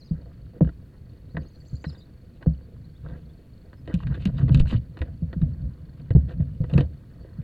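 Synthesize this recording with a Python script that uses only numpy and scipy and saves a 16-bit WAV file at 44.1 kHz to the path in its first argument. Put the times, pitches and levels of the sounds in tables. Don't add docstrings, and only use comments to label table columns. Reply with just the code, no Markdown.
import sys
import numpy as np
from scipy import signal
from scipy.fft import rfft, irfft, next_fast_len
from scipy.io import wavfile
from scipy.ndimage import uniform_filter1d, minimum_filter1d, map_coordinates

SR = 44100
rng = np.random.default_rng(int(sys.argv[2]) if len(sys.argv) > 2 else 0)


def level_to_linear(level):
    exponent = np.asarray(level, float) / 20
    return 10 ** exponent


def waveform_to_disk(signal):
    frames = np.transpose(np.atleast_2d(signal))
    scaled = np.clip(frames, -1, 1) * 32767
    samples = np.round(scaled).astype(np.int16)
    wavfile.write(sys.argv[1], SR, samples)


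N = 327663

# centre in Hz, bandwidth in Hz, level in dB.
BOX_MODES = [(59.7, 22.8, 6), (140, 52.2, 5.5), (185.6, 46.7, 1), (244.3, 25.2, -5.5), (298.5, 49.5, -17),
             (502, 54.7, -18), (676.6, 56, -24.5)]


def unit(x):
    return x / np.sqrt(np.mean(x ** 2) + 1e-20)


def filtered(x, response):
    m = next_fast_len(N + SR // 2)
    return irfft(rfft(x, m) * response(np.fft.rfftfreq(m, 1 / SR)), m)[..., :N]


def peak(f, hz, width):
    return 1j * f * width / (hz * hz - f * f + 1j * f * width)


def body(modes):
    return lambda f: sum((-1) ** k * level_to_linear(db) * peak(f, hz, w) for k, (hz, w, db) in enumerate(modes))


def colour(points):
    hz, db = np.transpose(points)
    return lambda f: level_to_linear(np.interp(np.log(f + 1), np.log(hz + 1), db))


def wobble(rate):
    return map_coordinates(rng.standard_normal(int(N * rate / SR) + 4), [np.arange(N) * rate / SR])


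def patchy(x, patchy_db):
    z = signal.stft(x, nperseg=256)[2]
    field = uniform_filter1d(rng.standard_normal(z.shape), size=2, axis=0)
    field = uniform_filter1d(field, size=16, axis=1)
    return signal.istft(z * unit(level_to_linear(patchy_db * unit(field))), nperseg=256)[1][:N]


def add(track, s, sound):
    spot = track[round(s * SR):][:len(sound)]
    spot += sound[:len(spot)]


def columns(rows):
    s, *cols = np.transpose(rows)
    return [np.interp(np.arange(N) / SR, s, c) for c in cols]


def whistle(pitch):
    return np.sin(2 * np.pi * np.cumsum(pitch) / SR)


def background_air():
    # frequency in Hz, relative density in dB per Hz.
    spectrum = [(20, -9), (65, -2), (216, -12), (513, -27), (759, -38), (1610, -40), (2350, -42.5),
                (2850, -46), (3740, -46.5), (5680, -53.5), (16000, -54)]
    noise = unit(filtered(rng.standard_normal(N), colour(spectrum)))
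    return level_to_linear(-50.5 + 0.29 * wobble(2.7)) * noise


def camera():
    frame_rate_hz, whine_hz, width_hz = 25, 4370, 330
    phase = (np.arange(N) / SR * frame_rate_hz) % 1
    swell = 0.3 + np.exp(-.5 * ((phase - .43) / 0.09) ** 2)
    burst = swell * level_to_linear(2 * wobble(22)) * rng.standard_normal(N)
    whine = unit(filtered(burst, lambda f: peak(f, whine_hz, width_hz) ** 2))
    return level_to_linear(-79) * whine


def songbird():
    # time in seconds, trough in Hz, crest in Hz, level in dB.
    warble = [(0, 4056, 5350, -63.5), (.09, 3850, 5000, -68), (.125, 3960, 4480, -91),
              (1.28, 3990, 6390, -100), (1.31, 4380, 6320, -68), (1.36, 4550, 6320, -77),
              (1.41, 4390, 6410, -63), (1.55, 4247, 6290, -67), (1.85, 4400, 6260, -58),
              (1.875, 4040, 5420, -58.5), (1.985, 3560, 4850, -61.5), (2.028, 3630, 4225, -63),
              (2.05, 3260, 3500, -92)]
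    # time in seconds at which a trough falls, swing rate in Hz.
    phrases = [(.022, 17.9), (1.662, 20)]
    # start in seconds, length in seconds, mid pitch in Hz, rise as a share of pitch, level in dB.
    chips = [(1.29, .038, 4130, .26, -74), (2.623, .035, 4510, -0.0051, -76),
             (2.842, 0.016, 4220, 0.13, -69), (2.95, 0.019, 3480, .12, -67), (3.29, .022, 3450, .1, -70),
             (3.769, 0.038, 5130, -0.03, -75), (7.201, 0.035, 4460, 0.0062, -69)]
    break_hz, break_width_hz, thin_db = 5550, 650, 27
    twitter_hz, twitter_swing_hz, twitter_db = 7250, 298, -21.5
    rise_db, octave_db = -22, -20

    t = np.arange(N) / SR
    trough_hz, crest_hz, db = columns(warble)
    (first_s, first_hz), (second_s, second_hz) = phrases
    turns = np.where(t < 1, first_hz * (t - first_s), second_hz * (t - second_s))
    turn = 2 * np.pi * turns + 0.3 * wobble(20)
    wide = crest_hz > break_hz
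    joined = (t > 1.55) & (t < 2)

    swing = ((1 - np.cos(turn)) / 2) ** np.where(wide, 1.5, .75)
    pitch = trough_hz + (crest_hz - trough_hz) * swing + 130 * wobble(90)
    voice_db = -thin_db * wide * np.exp(-((pitch - break_hz) / break_width_hz) ** 2)
    voice_db = voice_db + rise_db * (joined & ~wide) * np.maximum(np.sin(turn + .6), 0) ** 2
    tones = whistle(pitch) + joined * level_to_linear(octave_db) * whistle(2 * pitch)
    song = level_to_linear(db + voice_db + 3.6 * wobble(60)) * tones

    shadow_on = (t < 1) | (joined & wide)
    shadow = level_to_linear(db - 13 - 5.4 * (t > 1)) * shadow_on * whistle(np.minimum(pitch + 1500, twitter_hz))
    twitter = whistle(twitter_hz + twitter_swing_hz * wobble(200))
    twitter = level_to_linear(twitter_db + db + 8 * wobble(110)) * twitter

    far = [(3.1 + .062 * k, .022, 3300, .1, -77) for k in range(4)]
    for s, length, hz, rise, chip_db in list(chips) + far:
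        u = np.linspace(-1, 1, round(length * SR))
        add(song, s, level_to_linear(chip_db) * np.sqrt(1 - u ** 4) * whistle(hz * (1 + rise * u / 2)))

    song = filtered(song, lambda f: np.abs(peak(f, 4400, 800)) + .4)
    song = (song + joined * twitter + shadow) * level_to_linear(3.6 * wobble(500))
    echoes = level_to_linear(-60 * t[:SR // 4] / 0.11) * rng.standard_normal(SR // 4)
    return song + level_to_linear(-7.5) * signal.fftconvolve(song, echoes / np.linalg.norm(echoes))[:N]


def stirring():
    # time in seconds, level in dB.
    stir = [(0, -44), (2.299, -48.5), (2.95, -46.5), (3.13, -35.5), (3.4, -53), (3.75, -39), (4.1, -35.5),
            (4.6, -20), (4.88, -42), (5.55, -35), (6, -42.5), (6.35, -34.5), (7.1, -46.5)]
    lumps = level_to_linear(3.5 * wobble(16) + 1.5 * wobble(5))
    soft = lambda f: body(BOX_MODES)(f) / (1 + 1j * f / 350) ** 2
    creep = filtered(lumps * rng.standard_normal(N), soft)
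    return level_to_linear(columns(stir)[0]) * unit(creep)


def wings():
    # start in seconds, level in dB.
    strokes = [(4.603, -6.5), (4.737, -20)]
    pressure, t = np.zeros(N), np.arange(SR // 8) / SR
    envelope = np.exp(-t / 0.022) * (1 - np.exp(-t / 0.00075))
    pulse = -envelope * np.sin(2 * np.pi * 4.3 * np.sqrt(t))
    for s, db in strokes:
        add(pressure, s, level_to_linear(db) * pulse)
    return pressure


def port(f):
    return 4400 ** 2 / (4400 ** 2 - f * f + 1j * f * 1100) / (1 + (f / 4900) ** 12)


def claws():
    # start in seconds, level in dB, wood knock in relative dB, hardness in dB.
    ticks = [(0.608, -41, 32, -41.5), (0.646, -35.5, 0.5, -17.5), (0.6732, -35, 6, -17),
             (0.6898, -32, 0, -19.5), (1.3483, -38.5, 9.5, -23), (1.3684, -16, -3.5, -22.5),
             (1.8417, -19.5, -11.5, -18.5), (2.426, -29.5, -25, -17), (2.4603, -38, 14, -27),
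             (2.548, -51, -11.5, -7.5), (3.73, -37.5, -3, -16.5), (3.876, -32, 2, -11),
             (3.9409, -32.5, -28, 3), (4.003, -34, -22, -32), (4.0697, -27, -13.5, -11),
             (4.152, -37.5, -16, -4.5), (4.2543, -24.5, 0, 0), (4.272, -33.5, -3, -6),
             (4.4807, -28, -3, -20), (4.546, -21.5, -19, -2), (4.5734, -35.5, -24.5, -1.5),
             (4.656, -33.5, -6, -11.5), (4.9707, -30, -2, -13.5), (4.99, -38.5, -5, -5.5),
             (5.0166, -19.5, -4.5, -12.5), (5.329, -25, -2.5, -18), (5.4165, -35.5, -5.5, -12),
             (6.1052, -26.5, 2, -15), (6.152, -35, 5.5, -11.5), (6.404, -39, -15, -15.5),
             (6.6399, -33, 1.5, -14), (6.697, -41, 9.5, -4), (6.7363, -34, 12.5, -2),
             (6.7783, -14.5, 3, -10), (6.8067, -27, 8.5, -5.5)]
    # start in seconds, length in seconds, level in dB, hardness in dB.
    scuffs = [(0.168, 0.16, -64.5, -27), (0.53, 0.053, -57, -27), (1.374, 0.088, -53.5, -20),
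              (1.886, 0.12, -60, -15), (2.042, 0.13, -71, -30), (2.405, 0.031, -49, -24),
              (3.027, 0.17, -52, -20.5), (4.945, 0.16, -55.5, -24.5), (6.274, 0.074, -44.5, -14.5),
              (6.683, 0.17, -40.5, -15.5), (7.088, 0.34, -67, -23.5)]
    # time in seconds, level in dB, hardness in dB.
    scramble = [(3.84, -75, -14), (3.9, -45.5, -25.5), (3.99, -62.5, 3), (4.035, -46.5, -11.5),
                (4.055, -68, -19), (4.125, -43.5, -15.5), (4.175, -51.5, -15.5), (4.225, -47, -3.5),
                (4.25, -59, -12), (4.29, -45, -24), (4.33, -67, -6.5), (4.4, -37, -14), (4.465, -61, -16.5),
                (4.497, -37, -20), (4.512, -56, -18.5), (4.523, -49, -8), (4.585, -57, -14),
                (4.597, -40.5, 1.5), (4.648, -67, -12), (4.675, -49, 1.5), (4.735, -35.5, -13),
                (4.77, -59.5, 4), (4.8, -69, -14.5)]
    # centre in Hz, bandwidth in Hz, level in dB.
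    board_modes = [(954, 255, 5), (1340, 270, 6), (1576, 144, 10), (1918, 147, 6), (2527, 600, 4.5),
                   (3025, 226, 7), (3573, 387, -2)]
    # frequency in Hz, gain in dB.
    snap_colour = [(3000, -6), (7500, -1), (14000, -20.5)]

    wood, low, high, snap = layers = np.zeros((4, N))
    t = np.arange(SR // 8) / SR

    fades = level_to_linear(np.outer([1.5, -4.5, -4.5, -62.0], t / 0.078))
    for s, db, wood_db, hard_db in ticks:
        decay = 3 * level_to_linear(-60 * t / 0.0001) + 0.44 * level_to_linear(-60 * t / 0.048) * rng.standard_normal((4, len(t)))
        levels_db = (wood_db, 0, hard_db, 1.7 * hard_db - 9.0)
        for layer, grain, level_db in zip(layers, decay * fades, levels_db):
            add(layer, s, level_to_linear(db + level_db) * grain)

    clumps_db = np.array([2.2 * wobble(45) + 4.2 * wobble(500) for layer in layers])
    catches = unit(level_to_linear(2.4 * wobble(90) + clumps_db) * rng.standard_normal((4, N)))
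    shares = lambda hard_db: np.array([-.7 * hard_db - 12.5, 0 * hard_db, hard_db, hard_db - 15.5])
    scrape_db, scrape_hard_db = columns(scramble)
    layers += level_to_linear(scrape_db + shares(scrape_hard_db)) * catches
    for s, length, db, hard_db in scuffs:
        count = round(length * SR)
        smooth = np.sin(np.linspace(0, np.pi, count)) ** 0.65
        stroke = smooth * catches[:, round(s * SR):][:, :count]
        for layer, grain, level_db in zip(layers, stroke, shares(hard_db)):
            add(layer, s, level_to_linear(db + level_db) * grain)
    layers[:3] += level_to_linear([db + 2.1 * wobble(17) for db in (-66, -72, -82)]) * catches[:3]

    knock = filtered(wood, lambda f: body(BOX_MODES[-3:])(f) / (1 + 1j * f / 1500) ** 2)
    board = filtered(low, lambda f: body(board_modes[:4])(f) / (1 + 1j * f / 2500) ** 2)
    board = board + filtered(high, body(board_modes[4:]))
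    board = patchy(filtered(board, port), patchy_db=2.5)
    return level_to_linear(38.5) * knock + board + filtered(snap, colour(snap_colour))


def thumps():
    # start in seconds, level in dB, pitch of the struck panel in Hz.
    blows = [(0.11, -12.5, 159.7), (0.614, -4, 157), (0.657, -20, 140), (1.345, -22.5, 140),
             (1.371, -17.5, 152), (1.73, -20, 121.5), (1.866, -18.5, 148), (2.468, -7.5, 159.7),
             (3.939, -11.5, 175.3), (4.101, -16, 140), (4.256, -11, 190.7), (4.429, -9, 130.7),
             (4.506, -8.5, 135), (4.545, -3.5, 134.5), (4.586, -16, 133.7), (4.725, -17, 221.5),
             (4.744, -9.5, 116.4), (5.007, -17.5, 76.2), (5.221, -16.5, 164), (5.363, -17, 169.6),
             (5.414, -15.5, 152), (5.425, -9.5, 143), (6.106, -10.5, 94), (6.15, 0.5, 132.2),
             (6.399, -10, 140), (6.604, -10, 116), (6.729, -12.5, 140), (6.752, -7, 153), (6.78, -4.5, 140),
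             (7.387, -18.5, 140)]
    panel, shake, t = np.zeros(N), np.zeros(N), np.arange(SR // 2) / SR
    rise = (1 - np.exp(-t / 0.0017)) ** 2
    for s, db, hz in blows:
        t60 = rng.uniform(0.098, 0.13)
        swing = level_to_linear(-60 * t / t60) * np.sin(2 * np.pi * hz * t)
        spread_db, boom_hz = rng.normal(0, 2), rng.uniform(62, 80)
        boom = level_to_linear(spread_db - 12.5 - 60 * t / 0.35) * np.sin(2 * np.pi * boom_hz * t)
        add(panel, s, level_to_linear(db) * rise * (swing + boom))
        add(shake, s, rise * level_to_linear(db - 60 * t / (1.3 * t60)) * rng.standard_normal(len(t)))
    dull = lambda f: body(BOX_MODES)(f) / (1 + 1j * f / 700) ** 2
    return panel + level_to_linear(9.0) * filtered(shake, dull)


def scene():
    mono = background_air() + camera() + songbird() + stirring() + wings() + claws() + thumps()
    return np.array([mono, mono])


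def band_limit(x):
    return signal.sosfilt(signal.butter(12, 16620, fs=SR, output="sos"), x)


def record(dry):
    # centre in Hz, bandwidth in Hz, share added to the left and taken from the right.
    spread = [(483, 160, -0.23), (1230, 480, -0.29), (3500, 4000, 0.15)]
    x = dry[0]

    edge = uniform_filter1d(np.abs(filtered(x, lambda f: peak(f, 1400, 1600) ** 2)), size=60)
    lately = -minimum_filter1d(-edge, size=401, origin=200)
    coming = -minimum_filter1d(-edge, size=401, origin=-200)
    loud = -minimum_filter1d(-np.abs(x), size=901, origin=-450)
    dip = uniform_filter1d(np.minimum(7 * lately / coming, 1) ** (4 * loud), size=40)

    over = np.maximum(np.abs(x) / 0.59, 1) ** -.5
    gain = uniform_filter1d(minimum_filter1d(over, size=900), size=200)
    x = 1.185 * x * gain * dip
    x = x / (1 + np.abs(x / .6) ** 6) ** (1 / 6)

    side = filtered(x, lambda f: sum(share * peak(f, hz, w) for hz, w, share in spread))
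    return band_limit(np.array([x + side, x - side]))


dry = scene()
out = record(dry)
waveform_to_disk(out)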